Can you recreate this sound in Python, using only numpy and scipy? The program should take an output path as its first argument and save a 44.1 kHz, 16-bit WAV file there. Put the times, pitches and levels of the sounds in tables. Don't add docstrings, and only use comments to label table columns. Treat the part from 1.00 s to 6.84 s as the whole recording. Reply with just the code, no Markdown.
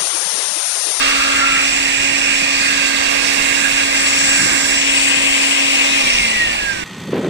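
import sys
import numpy as np
from scipy import signal
from scipy.fft import rfft, irfft, next_fast_len
from scipy.io import wavfile

SR = 44100
rng = np.random.default_rng(int(sys.argv[2]) if len(sys.argv) > 2 else 0)


def inscribe(sig):
    pcm = np.round(np.clip(np.atleast_2d(sig).T, -1, 1) * 32767)
    wavfile.write(sys.argv[1], SR, pcm.astype(np.int16))


N = 257544

BLADES, FULL_SPEED_REV_S = 9, 277
RELEASE_S, FRICTION_PER_S, AIR_DRAG_PER_REV = 4.985, .3, .00143
HUM_FALL_DB, ORDER_FALL_DB, AIR_FALL_DB = 135, 60, 39
WHINE_WIDTH_HZ = 60
HANDOVER_HZ = 25
LEFT_LAG_S, CUTOFF_HZ = .000533, 15150
ECHO_BAND_HZ = [1100, 4500]
AIR_TRIM_DB = -0.52

# f/Hz, likeness/0-1, balance/dB, lag beyond LEFT_LAG_S/rad
PAIR = [(30, 1, 0, -0.043), (151, 0.95, -0.3, -0.34), (337, 0.87, 1, 0.68), (607, 0.83, -6.5, 0.96),
        (850, 0.9, -6.5, 0.45), (1200, 0.49, -1, -0.8), (1750, 0.67, -1.5, 0.091), (2707, 1, -1.5, -0.11),
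        (3030, 0.86, 6, -0.3), (5050, 0.5, -2, 0.23), (5760, 0, 1, -1.3), (6960, 0.59, 1, -2.06),
        (8200, 0.97, -1, -1.7), (9240, 0.26, 5.5, -1.56), (12000, 0.35, 3.5, -0.89)]
# t/s, bearing as balance/dB, jet strength/dB, housing roar/dB, bright hiss/dB
SWEEP = [(0, -7.5, 4, -18, -27.5), (.45, -4, 0, -19, -25.5), (.75, -7, -1, -17, -22.5),
         (1.2, -8, -1, -17, -25), (1.6, -5.5, 0.5, -19.5, -25), (1.95, -11.5, 1.5, -19.5, -25.5),
         (2.3, -15, 2, -18.5, -24.5), (2.65, -8.5, 0.5, -18, -22.5), (2.9, -4.5, 1, -21, -23.5),
         (3.12, -0.5, -1.5, -18.5, -20), (3.36, -2, -1.5, -17.5, -18), (3.62, -8, 0, -22, -20),
         (3.84, 4.5, -1.5, -16.5, -22), (4.08, 6.5, -1, -17, -20.5), (4.6, 6.5, 0.5, -16, -23),
         (5, 1, 2.5, -16.5, -25.5), (5.2, 0, 2, -14.5, -26.5), (5.5, -0.5, 0.5, -14.5, -24.5),
         (5.84, -12, 0, -21, -28.5)]
# t/s, level/dB
HUM = [(0, -30.5), (2.5, -30.5), (4, -28.5), (5, -28.5), (5.35, -23), (5.5, -29), (5.84, -30)]
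# t/s, level/dB, balance/dB, lag/rad
WHINE = [(0, -30, 0, 3), (.25, -30, -6, 2.3), (.55, -26, -3, 2.5), (.72, -30, -2, 2.1), (.9, -25, -8, 1.9),
         (1.15, -27, -9, 1.7), (1.3, -24, -8, 1.7), (1.62, -22, -9, 1.8), (1.8, -27, -5, 2),
         (2.05, -30, -3, 3), (2.2, -24.5, -12, 2.3), (2.35, -28, -14, 2.4), (2.55, -26, -20, 1.5),
         (2.85, -26.5, -10, 2.5), (3.1, -28, -12, 2.9), (3.55, -28.5, -7, 2.8), (3.7, -35, -4, 2.5),
         (4.0, -25, 8, 2.1), (4.13, -24, 9, 2.8), (4.3, -25.5, 3, 3.14), (4.45, -27, 1, 3.14),
         (4.8, -23.5, 3, 3.14), (4.97, -22.5, 8, 4.8)]
# f/Hz, width/Hz, level/dB, balance/dB, lag/rad
TUBE = [(2455, 50, -21, 12, .7), (2345, 50, -17.5, 4, -.5), (2295, 35, -25, 1, -.7),
        (2160, 40, -21, -5, .8), (2105, 95, -20.5, -1, .4), (1965, 60, -21.5, 7, -.1),
        (1890, 70, -14.8, -1.5, -.5), (1790, 70, -27.5, -8, -.7), (1675, 70, -25, 2, -1.2),
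        (1610, 48, -16.5, -11, -.8), (1545, 80, -31.5, 1, -1.3)]
# multiple of shaft rate/1, level at full speed/dB, balance/dB
ORDERS = [(2, -40.5, -6), (3, -42, -7), (4, -42.5, -3), (8, -39.5, -1), (10, -35.5, -1), (15, -47, -1),
          (18, -40, -2), (27, -46, -4)]

# f/Hz, level per Hz/dB
RUSH_SPECTRUM = [(120, -21), (220, -8.5), (350, -5.5), (550, 0.5), (700, -2), (850, -0.5), (1050, 0),
                 (1300, -8), (1450, -5), (1700, -20)]
HISS_SPECTRUM = [(2700, 2), (3100, 5), (3400, 4), (3800, 4), (4200, -0.5), (5100, -12.5), (6400, -3),
                 (7000, -4), (7600, -36)]
TOP_SPECTRUM = [(8500, 8), (9300, 7), (10000, -1), (10500, -0.5), (11500, -5), (12500, -4.5),
                (15000, -12.5), (16000, -18)]
BUFFET_SPECTRUM = [(15, 7), (25, -0.5), (45, 3), (70, -5), (100, -4.5)]
FLUTTER_SPECTRUM = [(80, -6), (120, -1.5), (200, -1.5), (350, 1), (420, -5)]
# f/Hz, width/Hz, level/dB
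LOWER_GAP_MODES = [(1135, 90, -3), (1235, 100, 0)]
UPPER_GAP_MODES = [(1355, 110, 0), (1445, 110, -3)]
EDGE_MODES = [(1616, 300, -0.5)]
METAL_MODES = [(1970, 540, 0.24), (2048, 340, 0.0032), (2230, 160, -1.3)]
HOUSING_MODES = [(2475, 320, -1.7), (2664, 740, 0.5), (2738, 305, 1.4)]
LOW_RING_MODES = [(4498, 440, 4), (4850, 250, -1)]
HIGH_RING_MODES = [(5515, 1380, 3), (5800, 210, -4)]
BRIGHT_MODES = [(7360, 1450, 2), (7470, 400, 0.5), (7803, 470, 2.5)]
UPPER_BRIGHT_MODES = [(8410, 730, 0), (8750, 500, -2)]

# level/dB, share of jet swing/1, share of bright-hiss swing/1,
# loss per tenfold drop in speed/dB, balance/dB, share of bearing/1
RUSH_PART = (-26.5, 1, 0.5, 11, -1, -0.07)
METAL_PART = (-23.5, 0.52, 0.34, 24, 2, 0.43)
HISS_PART = (-24, 1.3, 0.18, 34, -4.5, 0.35)
TOP_PART = (-32, 1.5, 0.9, 24, -2, 0.17)
# t/s, lower resonance level/dB, upper resonance level/dB
HOLLOW = [(0, -27, -26), (.18, -25, -25.5), (.33, -27, -23), (.4, -28, -25), (.52, -31, -24),
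          (.63, -35, -26), (.71, -44, -45), (1.3, -42, -60), (1.6, -35, -60), (2.2, -33, -60),
          (2.6, -42, -60), (3, -34, -60), (3.5, -33, -60), (3.8, -44, -60), (4.8, -42, -60), (5, -37, -60),
          (5.2, -42, -60), (5.84, -44, -60)]
# t/s, level/dB, balance/dB
EDGE = [(0, -22.5, 12), (.5, -23, 6), (.72, -30.5, 9), (1.45, -29.5, 3), (1.7, -25, -3), (2.4, -29, -16),
        (2.65, -21.5, -13), (2.9, -27.5, 6), (3.3, -25, -4), (3.6, -22.5, -5), (3.85, -34, -14),
        (4.8, -32, -30), (5.3, -42, -6), (5.84, -34, 5)]
# t/s, low level/dB, low balance/dB, high level/dB, high balance/dB
RINGS = [(0, -24, -3, -26, -1), (.5, -30, -6, -27, -0.5), (1.15, -32.5, -7, -27.5, -6),
         (1.45, -27.5, -7, -25, 1), (1.9, -26.5, -11, -27.5, -2), (2.25, -25.5, -3, -24, -7),
         (2.5, -32, 7, -28, -6), (2.9, -27.5, -1, -25, 1), (3.4, -28, 13, -23.5, -4),
         (3.85, -34, -10, -24, -6), (4.1, -26, -5, -28, 2), (4.4, -28.5, -1, -27, 1),
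         (4.85, -30, 2, -25, 1), (5.1, -28, 4, -24.5, -3), (5.5, -30.5, -2, -33.5, -2),
         (5.84, -39.5, -16, -37, -7)]
# t/s, balance/dB
BRIGHT_PAN = [(0, -6), (.65, 1), (1, -5), (1.5, -3), (2.1, -6.5), (2.6, -7), (3.2, 1), (3.45, -6),
              (3.7, -8), (4.1, -3), (4.45, -8), (4.75, -4), (5.2, 1), (5.84, -9)]
# t/s, level/dB, balance/dB
UPPER_BRIGHT = [(0, -30, 0), (.6, -34, -3), (1.5, -34, -8), (2.2, -35, -11), (2.68, -31, -8), (2.9, -34, 0),
                (3.03, -28, -5), (3.12, -33, 0), (3.27, -34, 6), (3.6, -36, 0), (3.87, -34, -7),
                (4, -25, 0), (4.4, -27.5, -3), (5, -30.5, 0), (5.3, -32, 0), (5.84, -44, 0)]
# delay/s, level/dB, spread of delay drift/s
ECHOES = [(.00431, -12, .00003), (.0087, -16, .0001), (.0017, -15, .0001)]
# t/s, deep thump level/dB, faster flutter level/dB
BUFFETING = [(0, -39.5, -49), (.5, -43.5, -42.5), (1.1, -44, -36.5), (1.9, -43, -40), (2.65, -43, -36.5),
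             (2.9, -43, -41), (3.4, -41, -31.5), (3.85, -45, -41.5), (4.08, -41, -36.5), (4.35, -46, -45),
             (4.85, -49, -44), (5.05, -41, -38.5), (5.4, -38, -34), (5.84, -40, -35)]
# t/s, f/Hz, level/dB
WHISTLE = [(0, 1375, -70), (.385, 1375, -45), (.415, 1372, -18.5), (.445, 1368, -18), (.465, 1370, -28),
           (.49, 1380, -24), (.53, 1335, -26), (.58, 1325, -34), (.66, 1325, -60)]


def from_db(db):
    return np.exp(np.asarray(db) * np.log(10) / 20)


def rms_one(x):
    return x / np.sqrt(np.mean(x ** 2) + 1e-20)


def in_time(rows):
    t_s, *columns = np.transpose(rows)
    return [np.interp(np.arange(N) / SR, t_s, column) for column in columns]


def at_hz(rows, hz):
    table_hz, *columns = np.transpose(rows)
    return [np.interp(np.log(hz + 1e-9), np.log(table_hz), column) for column in columns]


def drift(rate_hz):
    step = 40
    pole = np.exp(-2 * np.pi * rate_hz * step / SR)
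    noise = rng.standard_normal(N // step + 2002)
    slow = signal.lfilter([1], [1, -2 * pole, pole * pole], noise)[2000:]
    return np.interp(np.arange(N) / step, np.arange(len(slow)), rms_one(slow))


def placed(level_db, pan_db):
    ratio = from_db(pan_db)
    right = from_db(level_db) * np.sqrt(2 / (1 + ratio ** 2))
    return np.array([ratio * right, right])


def left_lag_rad(hz):
    return 2 * np.pi * hz * LEFT_LAG_S + at_hz(PAIR, hz)[2]


SIZE = next_fast_len(N)
BINS_HZ = np.arange(SIZE // 2 + 1) * SR / SIZE
ALIKE = np.clip(at_hz(PAIR, BINS_HZ)[0], 0, 1)
TILT = placed(0, at_hz(PAIR, BINS_HZ)[1])
LATE = np.exp(-1j * left_lag_rad(BINS_HZ))


def sloped(spectrum):
    inside = (BINS_HZ > spectrum[0][0]) & (BINS_HZ < spectrum[-1][0])
    return from_db(at_hz(spectrum, BINS_HZ)[0]) * inside


def resonant(modes):
    power = 0
    for centre_hz, width_hz, db in modes:
        detuning = 2 * (BINS_HZ - centre_hz) / width_hz
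        power = power + (from_db(db) / (1 + detuning ** 2)) ** 2
    return np.sqrt(power)


def air(gain, gusts, flicker_db, lead_rad=0):
    first, second = rfft(rng.standard_normal((2, SIZE)))
    mixed = ALIKE * first + np.sqrt(1 - ALIKE ** 2) * second
    left = mixed * LATE * np.exp(1j * lead_rad)
    both = irfft(gain * TILT * np.array([left, first]), SIZE)[:, :N]
    return rms_one(both * from_db(flicker_db * (gusts + drift(11.6))))


def tone(turns, order, level_db, pan_db, lag_rad, waver_db):
    phase = 2 * np.pi * order * turns + rng.uniform(0, 2 * np.pi)
    sides = np.array([np.sin(phase - lag_rad), np.sin(phase)])
    return np.sqrt(2) * sides * placed(level_db + waver_db * drift(8), pan_db)


def shaft_speed():
    coasting_s = np.maximum(np.arange(N) / SR - RELEASE_S, 0)
    ratio = AIR_DRAG_PER_REV / FRICTION_PER_S
    speed = 1 / ((1 / FULL_SPEED_REV_S + ratio) * np.exp(FRICTION_PER_S * coasting_s) - ratio)
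    return speed + .35 * drift(2.5)


def whine(hz):
    full_hz = BLADES * FULL_SPEED_REV_S
    steady = (full_hz, WHINE_WIDTH_HZ, *in_time(WHINE))
    sunk = np.clip((full_hz - hz) / HANDOVER_HZ - .5, 0, 1)
    power = pan_sum = lag_sum = 0
    for share, mode in [(1, steady)] + [(sunk, mode) for mode in TUBE]:
        centre_hz, width_hz, db, pan_db, lag_rad = mode
        detuning = 2 * (hz - centre_hz) / width_hz
        part = share * (from_db(db) / (1 + detuning ** 2)) ** 2
        power = power + part
        pan_sum = pan_sum + part * pan_db
        lag_sum = lag_sum + part * lag_rad
    return 10 * np.log10(power), pan_sum / power, lag_sum / power


def rotor(speed):
    turns = np.cumsum(speed) / SR
    slowing = np.log10(speed / FULL_SPEED_REV_S)
    hum_db = in_time(HUM)[0] + HUM_FALL_DB * slowing
    out = tone(turns, 1, hum_db, -0.65, left_lag_rad(speed), waver_db=0.73)
    out += tone(turns, BLADES, *whine(BLADES * speed), waver_db=.9)
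    for order, full_db, pan_db in ORDERS:
        level_db = full_db + ORDER_FALL_DB * slowing
        out += tone(turns, order, level_db, pan_db, left_lag_rad(order * speed), waver_db=2)
    return out


def airflow(slowing, bearing_db, jet_db, housing_db, bright_db):
    gusts = .5 * drift(4)
    low_ring_db, low_ring_pan_db, high_ring_db, high_ring_pan_db = in_time(RINGS)
    lower_gap_db, upper_gap_db = in_time(HOLLOW)

    def swept(level_db, jet_share, bright_share, fall_db, pan_db, bearing_share):
        swing_db = jet_share * jet_db + bright_share * (bright_db - bright_db.mean())
        return placed(level_db + swing_db + fall_db * slowing, pan_db + bearing_share * bearing_db)

    housing = placed(housing_db + AIR_FALL_DB * slowing, bearing_db)
    bright = placed(bright_db + AIR_FALL_DB * slowing, *in_time(BRIGHT_PAN))
    low_ring = placed(low_ring_db, low_ring_pan_db)
    high_ring = placed(high_ring_db, high_ring_pan_db)

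    out = swept(*RUSH_PART) * air(sloped(RUSH_SPECTRUM), 0, flicker_db=0.73)
    out += placed(lower_gap_db, 5) * air(resonant(LOWER_GAP_MODES), 0, flicker_db=.5, lead_rad=1.4)
    out += placed(upper_gap_db, -4) * air(resonant(UPPER_GAP_MODES), 0, flicker_db=.5, lead_rad=2.9)
    out += placed(*in_time(EDGE)) * air(resonant(EDGE_MODES), 0, flicker_db=1.8)
    out += swept(*METAL_PART) * air(resonant(METAL_MODES), 0, flicker_db=-0.97)
    out += housing * air(resonant(HOUSING_MODES), 0, flicker_db=.8)
    out += swept(*HISS_PART) * air(sloped(HISS_SPECTRUM), gusts, flicker_db=0.5)
    out += low_ring * air(resonant(LOW_RING_MODES), gusts, flicker_db=1.2)
    out += high_ring * air(resonant(HIGH_RING_MODES), gusts, flicker_db=1.33)
    out += bright * air(resonant(BRIGHT_MODES), gusts, flicker_db=0.7)
    out += placed(*in_time(UPPER_BRIGHT)) * air(resonant(UPPER_BRIGHT_MODES), gusts, flicker_db=2.5)
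    out += swept(*TOP_PART) * air(sloped(TOP_SPECTRUM), gusts, flicker_db=1.0)
    return out


def reflected(x):
    out, at = x.copy(), np.arange(N)
    band = signal.butter(1, ECHO_BAND_HZ, "band", fs=SR, output="sos")
    returning = signal.sosfilt(band, x)
    for delay_s, db, move_s in ECHOES:
        late_samples = (delay_s + move_s * drift(.5)) * SR
        echo = np.array([np.interp(at - late_samples, at, side, left=0) for side in returning])
        out += from_db(db) * echo
    return out


def buffeting():
    deep_db, flutter_db = in_time(BUFFETING)
    deep = from_db(deep_db) * air(sloped(BUFFET_SPECTRUM), 0, flicker_db=3.0)
    flutter = from_db(flutter_db) * air(sloped(FLUTTER_SPECTRUM), 0, flicker_db=3.0)
    return deep + flutter


def whistle():
    hz, db = in_time(WHISTLE)
    return tone(np.cumsum(hz) / SR, 1, db, -4, left_lag_rad(hz) - 2.9, waver_db=1)


def scene():
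    speed = shaft_speed()
    slowing = np.log10(speed / FULL_SPEED_REV_S)
    moving_air = from_db(AIR_TRIM_DB) * reflected(airflow(slowing, *in_time(SWEEP)))
    return rotor(speed) + moving_air + buffeting() + whistle()


def record(dry):
    rounded = dry / (1 + np.abs(dry / .97) ** 6) ** (1 / 6)
    low_pass = signal.ellip(16, .5, 90, CUTOFF_HZ, fs=SR, output="sos")
    return signal.sosfilt(low_pass, rounded)


dry = scene()
out = record(dry)
inscribe(out)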